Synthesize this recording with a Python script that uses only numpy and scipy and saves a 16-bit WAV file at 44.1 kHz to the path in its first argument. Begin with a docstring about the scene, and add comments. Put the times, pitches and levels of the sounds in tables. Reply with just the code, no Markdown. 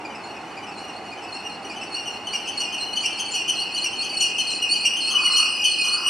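"""An electric commuter train brakes along a roofed platform, slowing and coming nearer.
From the start filtered noise gives its fading rumble and roar over steady station noise, and steadily
rubbing shoes sing by stick-slip. Wheel spots meet the shoes once a turn, so a pattern of falling chirps
and high squeals repeats ever slower and louder, answered by a decaying-noise echo of the roof.
Near the end come clean shrieks and two hoarse calls, likely a crow: a rough voice through a throat resonance."""
import sys
import numpy as np
from scipy import signal
from scipy.fft import rfft, irfft, next_fast_len
from scipy.io import wavfile
from scipy.ndimage import map_coordinates

SR = 44100
rng = np.random.default_rng(int(sys.argv[2]) if len(sys.argv) > 2 else 0)


def materialize(psi):
    """Save the field psi as 16-bit PCM at rate SR to the path in sys.argv[1].

    A 1-D psi becomes a single channel; in a 2-D psi each row is a channel.
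    """
    bounded = np.clip(np.atleast_2d(psi).T, -1, 1)
    quanta = np.round(bounded * 32767).astype(np.int16)
    wavfile.write(sys.argv[1], SR, quanta)


N = 268965


def amp(db):
    """Logarithmic level: decibels to amplitude gain."""
    return 10 ** (np.asarray(db) / 20)


def unit(x):
    """Root-mean-square normalisation: scale to rms 1."""
    return x / np.sqrt(np.mean(x ** 2) + 1e-20)


def along(points, hz):
    """Logarithmic frequency scale: interpolate (frequency, value) points on it."""
    f, v = np.transpose(points)
    return np.interp(np.log(hz + 1), np.log(f + 1), v)


def wobble(rate, size=N):
    """Band-limited random fluctuation: a smooth curve through rate random knots a second."""
    knots = rng.standard_normal(size // 16 + 8)
    return map_coordinates(knots, [np.arange(size) * rate / SR], mode="wrap")


def filtered(x, response):
    """Linear filtering: multiply the spectrum by a response of frequency."""
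    m = next_fast_len(N + SR // 4)
    return irfft(rfft(x, m) * response(np.fft.rfftfreq(m, 1 / SR)), m)[..., :N]


# Likeness of left and right in wide noise: (frequency [Hz], correlation [0-1])
LEFT_RIGHT_LIKENESS = [(40, 0.94), (150, 1), (400, 0.96), (800, 0.92), (1600, 0.82), (8000, 0.56)]


def rush(spectrum):
    """Partial coherence: coloured stereo noise of rms 1, nearly mono in the bass."""
    def mid_side_response(hz):
        # mid and side at this angle give the wanted left-right correlation
        angle = np.arccos(np.clip(along(LEFT_RIGHT_LIKENESS, hz), -1, 1)) / 2
        return amp(along(spectrum, hz)) * [np.cos(angle), np.sin(angle)]

    mid, side = filtered(rng.standard_normal((2, N)), mid_side_response)
    return unit(np.array([mid + side, mid - side]))


def gate(t, length, rise, fall):
    """Onset and free decay: swell, hold until length, then ring out exponentially (all in s)."""
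    return (1 - np.exp(-(t / rise) ** 2)) * np.exp(-np.maximum(t - length, 0) / fall)


def add(track, s, sound):
    """Superposition: mix a sound into the track at time s."""
    start = max(round(s * SR), 0)
    track[start:start + len(sound)] += sound[:max(len(track) - start, 0)]


def stick_slip(hz, partials_db, jitter, jitter_rate, flutter_db):
    """Stick-slip oscillation: harmonics of a trembling pitch, at a strength that flutters."""
    size = len(hz)
    phase = 2 * np.pi * np.cumsum(hz * (1 + jitter * wobble(jitter_rate, size))) / SR
    tone = sum(amp(db) * np.sin((k + 1) * phase) for k, db in enumerate(partials_db))
    return np.sqrt(2) * tone * unit(amp(flutter_db * wobble(90, size)))


# starting speed (turns/s), braking (turns/s^2), growth of the braking term (turns/s^3)
SPIN, BRAKING, BRAKING_GROWTH = 1.9806, 0.1703, 0.0132


def wheel():
    """Kinematics of braking: time (s), speed (turns/s) and turns made, per sample."""
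    t = np.arange(N) / SR
    speed = SPIN - BRAKING * t - BRAKING_GROWTH * t ** 2
    return t, speed, np.cumsum(speed) / SR


# Noise spectra of cars, wheel on rail, and station: (frequency [Hz], relative density [dB per Hz])
RUMBLE_SPECTRUM = [(22, -64), (35, -34), (52, -21), (75, -14), (100, -7.5), (145, -10.5), (210, -2),
                   (260, -2.5), (315, 1), (500, -4.5), (620, -8), (850, -48), (1400, -120)]
ROAR_SPECTRUM = [(400, -40), (600, -12), (720, -5), (805, 0), (920, -7.5), (1200, -11.5), (1700, -18),
                 (2300, -18.5), (3400, -35), (6000, -42), (12000, -80)]
STATION_SPECTRUM = [(400, -29), (700, 0), (1000, -0.5), (1500, -2), (1750, -5), (2100, -3.5), (2350, -7),
                    (3400, -13), (6000, -18), (9000, -21.5), (12000, -36), (15000, -45)]
RUMBLE_DB, ROAR_DB, STATION_DB = -42, -38, -45  # rumble and roar at the starting speed
RUMBLE_FALL_DB, ROAR_FALL_DB = 2, 4.8  # lost each time the speed halves


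def rolling():
    """Rolling noise: car rumble and wheel-rail roar weaken with speed, over steady station noise."""
    halvings = np.log2(SPIN / wheel()[1])
    rumble = amp(RUMBLE_DB - RUMBLE_FALL_DB * halvings) * rush(RUMBLE_SPECTRUM)
    roar = amp(ROAR_DB - ROAR_FALL_DB * halvings) * rush(ROAR_SPECTRUM)
    return rumble + roar + amp(STATION_DB) * rush(STATION_SPECTRUM)


def slack(s, full_s, growth):
    """Growing friction: decibels by which a rubbing place falls short of its full bite at time s."""
    return growth * np.maximum(full_s - s, 0)


# Low, main and high mode of steadily rubbing shoes:
# (full level [dB], time of full level [s], growth [dB/s], swell once a turn [dB])
SINGING_MODES_TABLE = [(-32, 5.28, 4.5, 2.5), (-31, 4.77, 5, 2), (-33, 5.85, 6.5, 3.7)]
SWELL_ANGLE = 0.67  # where the shoes rub hardest (turns)


def singing():
    """Sustained friction modes: many wheels down the train ring at nearly fixed pitches, swelling each turn."""
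    t, _, turns = wheel()
    rub = np.cos(2 * np.pi * (turns - SWELL_ANGLE))
    low_db, main_db, high_db = [
        db - slack(t, full_s, growth) + swell_db * rub
        for db, full_s, growth, swell_db in SINGING_MODES_TABLE]

    def drift(hz, depth):
        return hz * (1 + depth * wobble(14))

    def swell(db, depth_db):
        return amp(db) * unit(amp(depth_db * wobble(13)))

    low = stick_slip(drift(2545, 0.013), [-0.5, -14.5, -19, -32],
                     jitter=0.0135, jitter_rate=240, flutter_db=4.5)
    main = stick_slip(drift(2880, 0.014), [0, -13, -21.5, -30],
                      jitter=0.015, jitter_rate=260, flutter_db=1.5)
    high = stick_slip(drift(4980, 0.00675), [0, -24], jitter=0.00561, jitter_rate=200, flutter_db=5.5)
    top = stick_slip(drift(8760, 0.0081), [0], jitter=0.00313, jitter_rate=200, flutter_db=7)
    faint = stick_slip(drift(2092, 0.00297), [0], jitter=0.00505, jitter_rate=110, flutter_db=12.0)
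    lower_modes = swell(low_db, 1.4) * low + swell(main_db, 4.06) * main + amp(-59.5) * faint
    return lower_modes + swell(high_db, 3.04) * high + swell(high_db - 7.5, 6.45) * top


APPROACH_DB_PER_S, NEAREST_S = 1, 6.04  # loss is zero at NEAREST_S


def distance_db(s):
    """Distance attenuation: decibels lost at time s because the train is still far off."""
    return APPROACH_DB_PER_S * (NEAREST_S - s)


PASS_SCATTER_DB, PASS_DETUNE = 0.54, 0.00403  # standard deviations: level (dB), share of the pitch


def passes(angle):
    """Periodic excitation: each meeting of spot and shoe as (s, turns/s, chance dB, pitch factor)."""
    t, speed, turns = wheel()
    at = np.searchsorted(turns, np.arange(angle, turns[-1], 1))
    chance = rng.standard_normal((len(at), 2))
    return zip(t[at], speed[at], PASS_SCATTER_DB * chance[:, 0], 1 + PASS_DETUNE * chance[:, 1])


# Tread spots that chirp once a turn: (angle [turns], length [s], nominal pitch [Hz],
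# full level before distance loss [dB], time of full bite [s], growth [dB/s],
# octave relative to fundamental [dB], scrape [0-1])
CHIRPING_SPOTS = [(0.002, 0.0262, 3020, -23.5, 2.49, 9.5, -8.5, 0.73),
                  (0.093, 0.0272, 2410, -31.0, 1.07, 2.0, -7.5, 1.0),
                  (0.098, 0.031, 2840, -21.3, 2.35, 24, -5.5, 0.97),
                  (0.194, 0.028, 3070, -27.5, 4.58, 2, -9.5, 0.62),
                  (0.278, 0.0313, 2650, -31, 1.25, 3.5, -7.5, 0.6),
                  (0.305, 0.0273, 3070, -24.5, 2.44, 21, -4.5, 0.9),
                  (0.406, 0.031, 2300, -41.3, 2.9, 6.5, -2, 0.6),
                  (0.458, 0.045, 2690, -37.5, 4.3, 6, 2, 0.12),
                  (0.492, 0.032, 2920, -19, 3, 10.5, -5.5, 0.81),
                  (0.533, 0.0625, 2815, -28, 1.95, 22.0, -8.2, 0.41),
                  (0.671, 0.0297, 3000, -20.2, 3.4, 6, -6, 0.74),
                  (0.788, 0.0415, 2960, -24.5, 5.38, 6, -4, 0.8),
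                  (0.895, 0.028, 2890, -17, 4.64, 16.5, -12.4, 0.32)]
# The main mode locking into clean shrieks at a crawl: (time [s], length [s], nominal pitch [Hz], level [dB])
CRAWL_SHRIEKS = [(4.89, 0.062, 2904, -27), (5.146, 0.026, 2950, -19.5), (5.24, 0.05, 2895, -16.5),
                 (5.591, 0.086, 2887, -24.5), (6.059, 0.035, 2900, -18.5)]
SHRIEK_OCTAVE_DB, SHRIEK_SCRAPE = -18.5, 0.12
PITCH_PER_DB = 0.004  # log pitch by which a chirp lies flat for each dB below its full bite


def grabs():
    """Main-mode excitation: every grab as (s, length s, nominal Hz, level dB, octave dB, scrape)."""
    rows = [(*shriek, SHRIEK_OCTAVE_DB, SHRIEK_SCRAPE) for shriek in CRAWL_SHRIEKS]
    for angle, length, hz, db, full_s, growth, octave_db, scrape in CHIRPING_SPOTS:
        for s, _, chance_db, detune in passes(angle):
            short_db = slack(s, full_s, growth)
            pitch = hz * detune * np.exp(-PITCH_PER_DB * short_db)
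            level_db = db - short_db - distance_db(s) + chance_db
            rows.append((s, length, pitch, level_db, octave_db, scrape))
    return rows


# Noise of dry rubbing: (frequency [Hz], relative density [dB per Hz])
GRIT_SPECTRUM = [(1800, -52), (2500, -4), (3100, -7), (3650, -29), (4500, -10), (5500, -2), (7500, -2.5),
                 (9500, -7), (11000, -18), (15000, -36)]


def chirps():
    """Stick-slip under load: a hard grab starts sharp and gritty and sags in pitch; a soft one sings clean."""
    track, rubbing, t = np.zeros(N), np.zeros(N), np.arange(SR // 4) / SR
    for s, length, hz, db, octave_db, scrape in grabs():
        scrape = np.clip(scrape, 0, 1)
        sag = 1 + 0.082 * scrape * (np.exp(-t / (0.612 * length)) - 0.42)
        # high overtones lose level with distance a second time
        treble_db = octave_db - distance_db(s)
        partials_db = [0, octave_db, treble_db - 5, treble_db - 20.5, treble_db - 37]
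        tone = stick_slip(hz * sag, partials_db,
                          jitter=0.0027 + 0.029 * scrape, jitter_rate=799, flutter_db=3.5)
        force = amp(db) * gate(t, length, rise=0.0043, fall=0.0063)
        add(track, s, force * tone)
        add(rubbing, s, force * amp(octave_db - 19) * scrape ** 2)
    return track + rubbing * unit(rush(GRIT_SPECTRUM)[0])


# Tread spots that squeal in a higher mode: (angle [turns], arc at full bite [turns],
# nominal start, middle and end pitch [Hz], full level before distance loss [dB],
# time of full bite [s], growth [dB/s], upper mode relative [dB])
SQUEALING_SPOTS = [(0.023, 0.077, 4335, 4270, 4720, -27.5, 2.6, 10, -20),
                   (0.224, 0.083, 4490, 4230, 4655, -25.5, 3.6, 11.5, -28.4),
                   (0.379, 0.192, 4609, 4260, 4620, -26, 4.9, 4.5, -23.5),
                   (0.454, 0.06, 4420, 4260, 4487, -25.5, 1.93, 8.0, -11.5),
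                   (0.674, 0.065, 4500, 4330, 4190, -25, 4.58, 8.0, -13.9),
                   (0.754, 0.097, 4430, 4220, 4514, -26.5, 3.13, 6.5, -21),
                   (0.96, 0.048, 4330, 4340, 4750, -23, 4.2, 7, -11)]
ARC_PER_DB = 0.01  # log length by which a squeal is longer for each dB below its full bite


def squeals():
    """Higher-mode stick-slip: pitch mostly dips at the bite and whips up on release; an upper mode joins."""
    track, t = np.zeros(N), np.arange(SR // 2) / SR
    for angle, arc, start_hz, middle_hz, end_hz, db, full_s, growth, upper_db in SQUEALING_SPOTS:
        for s, speed, chance_db, detune in passes(angle):
            short_db, far_db = slack(s, full_s, growth), distance_db(s)
            length = arc / speed * np.exp(ARC_PER_DB * short_db)
            u = np.minimum(t / length, 1)  # progress through the squeal
            pitch = middle_hz + (start_hz - middle_hz) * (1 - u) ** 4 + (end_hz - middle_hz) * u ** 5
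            pitch = pitch * detune * (1 + 0.008 * wobble(35.14, len(t)))
            tone = stick_slip(pitch, [0, -10 - far_db, -39 - far_db],
                              jitter=0.0091, jitter_rate=400, flutter_db=4.0)
            upper = stick_slip(7080 * (1 + 0.009 * (0.4 - u)), [upper_db],
                               jitter=0.0185, jitter_rate=260, flutter_db=10.5)
            level_db = db - short_db - far_db + chance_db + 1.9 * wobble(30.1, len(t))
            force = amp(level_db) * gate(t, length, rise=0.0052, fall=0.003)
            # keep the squeal centred on its arc
            add(track, s + (arc / speed - length) / 2, force * (tone + upper))
    return track


# Decay of the roof's echo: (frequency [Hz], time to fall 60 dB [s])
ROOF_DECAY = [(500, 0.88), (3000, 0.99), (6000, 0.43), (12000, 0.2)]
# Width of the echoes: (frequency [Hz], side amplitude relative to mid [ratio])
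ECHO_WIDTH = [(3000, 0.4), (4500, .25), (6000, 0.23), (8500, 0.72), (11500, 0.72)]


def platform(x, wet_db, early, early_life):
    """Reverberation: track bed and car sides answer at once; the roof adds a longer, weaker tail."""
    hz, t, z = signal.stft(rng.standard_normal((2, SR // 2)), SR, nperseg=256)
    decay = amp(-60 * t / along(ROOF_DECAY, hz)[:, None]) * (1 + early * np.exp(-t / early_life))
    width = np.array([np.ones_like(hz), along(ECHO_WIDTH, hz)])[:, :, None]
    tail = signal.istft(z * decay * width, SR, nperseg=256)[1]
    mid, side = signal.fftconvolve(x[None], tail / np.linalg.norm(tail[0]), axes=1)[:, :N]
    echo = np.array([mid + side, mid - side])
    return (x + amp(wet_db) * echo) / np.hypot(1, amp(wet_db))


# The crow's calls: (time [s], length before the fall [s], level [dB])
CAW_CALLS = [(5.042, 0.41, -35.5), (5.806, .36, -36)]
# Throat resonance: (frequency [Hz], relative gain [dB])
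THROAT_RESONANCE = [(300, -60), (780, -25), (930, -12), (1060, 1), (1220, -4), (1420, -2.5), (1600, -19),
                    (1800, -23), (2400, -30), (5000, -90)]


def crow():
    """Source and filter: two caws of rough voice and turbulence in one throat resonance, rattling."""
    level, t = np.zeros(N), np.arange(SR) / SR
    for s, length, db in CAW_CALLS:
        add(level, s, amp(db) * gate(t, length, rise=0.073, fall=0.095))
    pitch_hz, rattle_hz = 402, 32
    throat_db = along(THROAT_RESONANCE, pitch_hz * np.arange(1, 6))
    voice = unit(stick_slip(pitch_hz * (1 + 0.015 * wobble(8.2)), throat_db,
                            jitter=0.0351, jitter_rate=160, flutter_db=2.5))
    rattle_phase = 2 * np.pi * np.cumsum(rattle_hz * (1 + 0.042 * wobble(8))) / SR
    rattle = amp(2.6 * np.sin(rattle_phase))
    return level * unit(rattle * (amp(-3.5) * voice + rush(THROAT_RESONANCE)))


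def scene():
    """Level-difference panning: brakes slightly left, rolling noise and crow slightly right."""
    screech = platform(chirps() + squeals(), wet_db=-1.5, early=1.1, early_life=0.021)
    ringing = platform(singing(), wet_db=-4.0, early=0.96, early_life=0.018)
    background = rolling() + crow()
    return (screech + ringing) * amp([[0.35], [-0.35]]) + background * amp([[-0.5], [0.5]])


TOP_HZ = 15400


def record(dry):
    """Band limiting: an ideal low-pass keeps nothing at or above TOP_HZ."""
    return filtered(dry, lambda hz: hz < TOP_HZ)


dry = scene()
out = record(dry)
materialize(out)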